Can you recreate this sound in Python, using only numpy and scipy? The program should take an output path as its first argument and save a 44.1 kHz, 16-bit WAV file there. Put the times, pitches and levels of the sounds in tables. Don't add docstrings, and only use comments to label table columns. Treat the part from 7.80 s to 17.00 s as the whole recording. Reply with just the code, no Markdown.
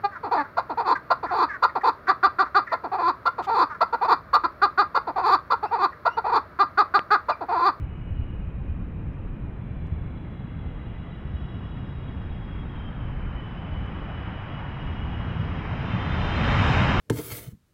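import sys
import numpy as np
from scipy import signal
from scipy.fft import rfft, irfft, next_fast_len
from scipy.io import wavfile
from scipy.ndimage import uniform_filter1d

SR = 44100
rng = np.random.default_rng(int(sys.argv[2]) if len(sys.argv) > 2 else 0)


def transcribe(u):
    v = np.clip(np.atleast_2d(u).T, -1, 1)
    q = np.round(v * 32767).astype(np.int16)
    wavfile.write(sys.argv[1], SR, q)


N = 405719
SIZE, HOP = 2048, 512
FRAMES = N // HOP + 5


def gain_of(db):
    return 10 ** (np.asarray(db) / 20)


def evened(x):
    return x / np.sqrt(np.mean(abs(x) ** 2) + 1e-20)


def read(points, hz):
    point_hz, value = np.transpose(points)
    return np.interp(np.log(hz + 1), np.log(point_hz + 1), value)


def add(mix, start_s, sound):
    part = mix[max(round(start_s * SR), 0):][:len(sound)]
    part += sound[:len(part)]


def columns(rows):
    point_s, *rest = np.transpose(rows)
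    t = np.arange(point_s[0], point_s[-1], 1 / SR)
    return [t] + [np.interp(t, point_s, column) for column in rest]


def over_time(rows, column):
    table = np.transpose(rows)
    return np.interp(np.arange(N) / SR, table[0], table[column])


def noise(colour, patchy_db, loss_db=0):
    hz = np.fft.rfftfreq(SIZE, 1 / SR)[:, None]
    real, imag, patches = rng.standard_normal((FRAMES, len(hz), 3)).T
    patches = uniform_filter1d(patches, size=20, axis=0)
    patches = evened(uniform_filter1d(patches, size=8, axis=1))
    spectra = (real + 1j * imag) * gain_of(read(colour, hz) + patchy_db * patches)
    rms = np.std(signal.istft(spectra, nperseg=SIZE, noverlap=SIZE - HOP)[1])
    spectra = spectra * gain_of(-loss_db * (hz / 5000) ** 1.6)
    return signal.istft(spectra, nperseg=SIZE, noverlap=SIZE - HOP)[1][:N] / rms


def rumble():
    # time_s, rms_db
    level = [(0, -38), (1, -34.5), (2.8, -34.5), (3.15, -37), (3.6, -34.5), (5.2, -34.5), (6, -32.5),
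             (6.7, -34.5), (7.6, -30), (8, -29.5), (8.85, -22), (9.2, -21.5)]
    # freq_hz, relative_db_per_hz
    colour = [(30, -25), (65, -1), (110, -0.5), (170, -4.5), (215, -9.5), (270, -12.5), (420, -22),
              (650, -30), (1200, -51), (4000, -120)]
    return gain_of(over_time(level, column=1)) * noise(colour, patchy_db=.6)


def roar():
    # time_s, rms_db before air loss, air_loss_at_5khz_db
    approach = [(0, -51.5, 21.5), (.7, -53, 19), (3.2, -49.5, 17), (4.3, -48, 14.5), (5, -45, 17),
                (5.6, -43.5, 14), (6.5, -40, 12.5), (7.3, -40.5, 10), (7.85, -38, 7), (8.2, -34, 5.5),
                (8.45, -32, 3), (8.7, -27, 2), (8.9, -25, 0), (9.2, -26, 2)]
    # freq_hz, relative_db_per_hz
    colour = [(150, -50.5), (420, -6), (600, -2), (850, 0), (1300, -1), (1700, -3.5), (2200, -6),
              (3100, -8.5), (4000, -18.5), (5000, -22), (6300, -33), (7500, -38), (9000, -53),
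              (11800, -76.5)]
    frame_at = np.minimum(np.arange(FRAMES) * HOP, N - 1)
    loss_db = over_time(approach, column=2)[frame_at]
    return gain_of(over_time(approach, column=1)) * noise(colour, patchy_db=0.95, loss_db=loss_db)


def treble_hollows(x):
    # centre_hz, width_hz, depth_db
    hollows = [(3463, 200, -10), (4424, 500, -9)]
    size = next_fast_len(N + 4096)
    hz = np.fft.rfftfreq(size, 1 / SR)
    dips_db = sum(db * np.exp(-((hz - f) / width) ** 2 * 2) for f, width, db in hollows)
    return irfft(rfft(x, size) * gain_of(dips_db), size)[:N]


def field():
    # freq_hz, relative_db_per_hz
    colour = [(200, -14.5), (400, -1), (700, -9), (1300, -12.5), (2400, -18.5), (3600, -31.5), (4300, -50),
              (6000, -80.5)]
    field_rms_db = -55
    return gain_of(field_rms_db) * noise(colour, patchy_db=0.68)


def wind():
    # crest_s, crest_db
    gusts = [(.02, -38.5), (.41, -29.5), (.9, -30.5), (1.48, -34), (2.1, -32.5), (2.891, -37.5),
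             (3.6, -37.5), (4.46, -33.5), (4.99, -36.5), (5.35, -32), (5.94, -32.5), (7.22, -31.5),
             (8.41, -28.5), (8.81, -33), (9.19, -30.5)]
    # freq_hz, relative_db_per_hz
    colour = [(10, -19), (25, -2.5), (45, 4.5), (80, -5.5), (150, -14.5), (300, -24), (2000, -120)]
    lull_db, rise_db_per_s, fall_db_per_s = -42.5, 40.5, 31
    t = np.arange(N) / SR
    power = gain_of(2 * lull_db)
    for crest_s, crest_db in gusts:
        below_crest_db = np.minimum(rise_db_per_s * (t - crest_s), fall_db_per_s * (crest_s - t))
        power = power + gain_of(2 * (crest_db + below_crest_db))
    return np.sqrt(power) * noise(colour, patchy_db=.6)


def whine(pitch_hz, start_s, turn_s, end_s, *aims_db):
    roots = np.sqrt(gain_of(aims_db))
    t, root = columns(list(zip((start_s, turn_s, end_s), roots)))
    hz = np.interp(t, np.arange(N) / SR, pitch_hz)
    flutter = .7
    for width_hz, db in ((34, 0), (110, -3)):
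        z = rng.standard_normal((len(t), 2)) @ [1, 1j]
        away = np.fft.fftfreq(len(t), 1 / SR) / width_hz
        flutter = flutter + gain_of(db) * evened(np.fft.ifft(np.fft.fft(z) / (1 + away ** 4)))
    carrier = np.exp(2j * np.pi * np.cumsum(hz) / SR)
    tone = np.sqrt(2) * (evened(flutter) * carrier).real
    rise = (t - t[0]) / .15 if t[0] > .05 else 1
    fall = (t[-1] - t) / .15 if t[-1] < N / SR - .05 else 1
    return t[0], root ** 2 * tone * np.clip(np.minimum(rise, fall), 0, 1)


def whines():
    # time_s, fan_blade_rate_hz, core_tone_hz
    first_engine = [(0, 632, 2860), (.5, 627.5, 2860), (1, 609.5, 2860), (2, 551, 2847), (3, 509.4, 2854),
                    (4, 466, 2865), (5.3, 422, 2857), (6.2, 410, 2900), (7.1, 372, 2900)]
    # time_s, fan_blade_rate_hz, core_tone_hz
    second_engine = [(5.1, 387, 3060), (5.5, 385, 3012), (6, 380, 2986), (7, 366, 2916), (7.9, 352, 2913),
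                     (7.95, 430, 3105), (8.5, 466, 3146), (9.2, 498, 3190)]
    fan_tones = [(3.63, 0, .3, 0.79, -68, -68, -77), (4, 0, .7, 1.7, -70, -65.5, -73.5),
                 (4, 1.7, 3.2, 4.2, -72.5, -62.5, -64), (4.27, .1, 2.2, 2.7, -77.5, -67, -84),
                 (4.61, 0, .45, .8, -71, -61.5, -70.5), (4.61, .7, 1, 1.6, -75, -78, -76.5),
                 (4.97, 0, .3, 1.2, -79.5, -78, -79), (6.24, 0, .8, 2, -87, -85, -91),
                 (6.24, 2.2, 3.6, 5.6, -76.5, -69, -69)]
    # pitch_hz, SPAN
    held_tones = [(3875, .7, 1.3, 1.8, -90, -85, -85), (3140, 4.85, 4.6, 5.25, -56, -55, -58.5)]
    first_sums = [(1.6, 3.8, 4.7, -83, -63.5, -73), (1.7, 4.9, 5.4, -76, -61.5, -72),
                  (1.5, 4.1, 5.4, -87, -67.5, -76.5), (2.2, 4.2, 5.9, -103, -88, -95),
                  (2.6, 4.6, 6.3, -105, -91, -100), (2.8, 3.6, 7.1, -108, -86.5, -87)]
    idle_sums = [(5.1, 6.7, 7.92, -59.5, -54, -55), (5.5, 7.2, 7.92, -73.5, -61.5, -60.5),
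                 (5.4, 9, 7.92, -84.5, -73.5, -80)]
    reverse_sums = [(7.93, 8.6, 8.85, -57, -47, -47), (7.93, 8.75, 9.2, -60.5, -46.5, -53.5),
                    (7.93, 8.74, 9.2, -76, -52, -60)]
    mix = np.zeros(N)
    for multiple, *row in fan_tones:
        add(mix, *whine(multiple * over_time(first_engine, column=1), *row))
    for hz, *row in held_tones:
        add(mix, *whine(np.full(N, hz), *row))
    ladders = (first_engine, first_sums), (second_engine, idle_sums), (second_engine, reverse_sums)
    for engine, sums in ladders:
        fan_hz, core_hz = over_time(engine, column=1), over_time(engine, column=2)
        for step, row in enumerate(sums):
            add(mix, *whine(core_hz + step * fan_hz, *row))
    return mix


def buffet(start_s, level_db, base_hz):
    length_s = 0.055
    t = np.arange(0, length_s, 1 / SR)
    turns = base_hz * t * (1.3 - 0.27 * t / length_s) + rng.random()
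    push = np.sin(2 * np.pi * turns) + 0.43 * np.sin(2 * np.pi * (1.696 * turns + rng.random()))
    return start_s, gain_of(level_db) * push * np.hanning(len(t))


def buffets():
    # start_s, main_partial_db, base_hz
    rows = [(.01, -22.5, 60), (.3, -23.5, 78), (.38, -19, 62), (.89, -23.5, 69.4), (2.1, -21.5, 84),
            (3.53, -24.5, 70.4), (5.26, -27.5, 91.7), (5.9, -28.5, 80), (7.58, -21.5, 95.3),
            (8.12, -18.5, 111), (8.78, -17, 95)]
    mix = np.zeros(N)
    for row in rows:
        add(mix, *buffet(*row))
    return mix


def bird_note(rows):
    t, hz, level_db = columns(rows)
    tone = np.sin(2 * np.pi * np.cumsum(hz) / SR)
    return t[0], gain_of(level_db) * tone * signal.windows.tukey(len(t), .2)


def twitter():
    # time_s, pitch_hz, level_db
    notes = [
        [(.172, 5900, -91), (.178, 5100, -83), (.186, 4650, -96), (.196, 4900, -84), (.208, 4700, -91),
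         (.216, 5000, -84), (.224, 5700, -92)],
        [(.757, 5000, -93), (.765, 5200, -87), (.776, 5100, -91)],
        [(1.322, 4750, -88), (1.332, 4900, -84), (1.338, 5400, -80), (1.344, 6600, -94), (1.349, 5200, -84),
         (1.353, 4300, -88)],
    ]
    mix = np.zeros(N)
    for rows in notes:
        add(mix, *bird_note(rows))
    return mix


def buzz(start_s, peak_db, pulse_hz, length_s):
    t = np.arange(0, length_s, 1 / SR)
    pulses = sum(np.cos(2 * np.pi * k * pulse_hz * t) / k for k in range(5, 10))
    return start_s, gain_of(peak_db) * pulses / pulses[0] * signal.windows.tukey(len(t), .4)


def buzzes():
    # start_s, peak_db, pulse_hz, length_s
    rows = [(2.065, -66, 955, .011), (6.06, -69, 1000, .009)]
    mix = np.zeros(N)
    for row in rows:
        add(mix, *buzz(*row))
    return mix


def scene():
    engines = rumble() + treble_hollows(roar()) + whines()
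    surroundings = field() + wind() + buffets() + twitter() + buzzes()
    return (engines + surroundings)[None]


def record(dry):
    # freq_hz, relative_db_per_hz
    colour = [(3000, 3), (5000, 1.5), (6500, 1.5), (9000, 1), (11000, 0.5), (12000, -1)]
    hiss_rms_db, edge_hz = -85, 12000
    wet = dry + gain_of(hiss_rms_db) * noise(colour, patchy_db=.3)
    lowpass = signal.firwin(1023, edge_hz, window=("kaiser", 9), fs=SR)
    return signal.oaconvolve(wet, lowpass[None], "same")


dry = scene()
out = record(dry)
transcribe(out)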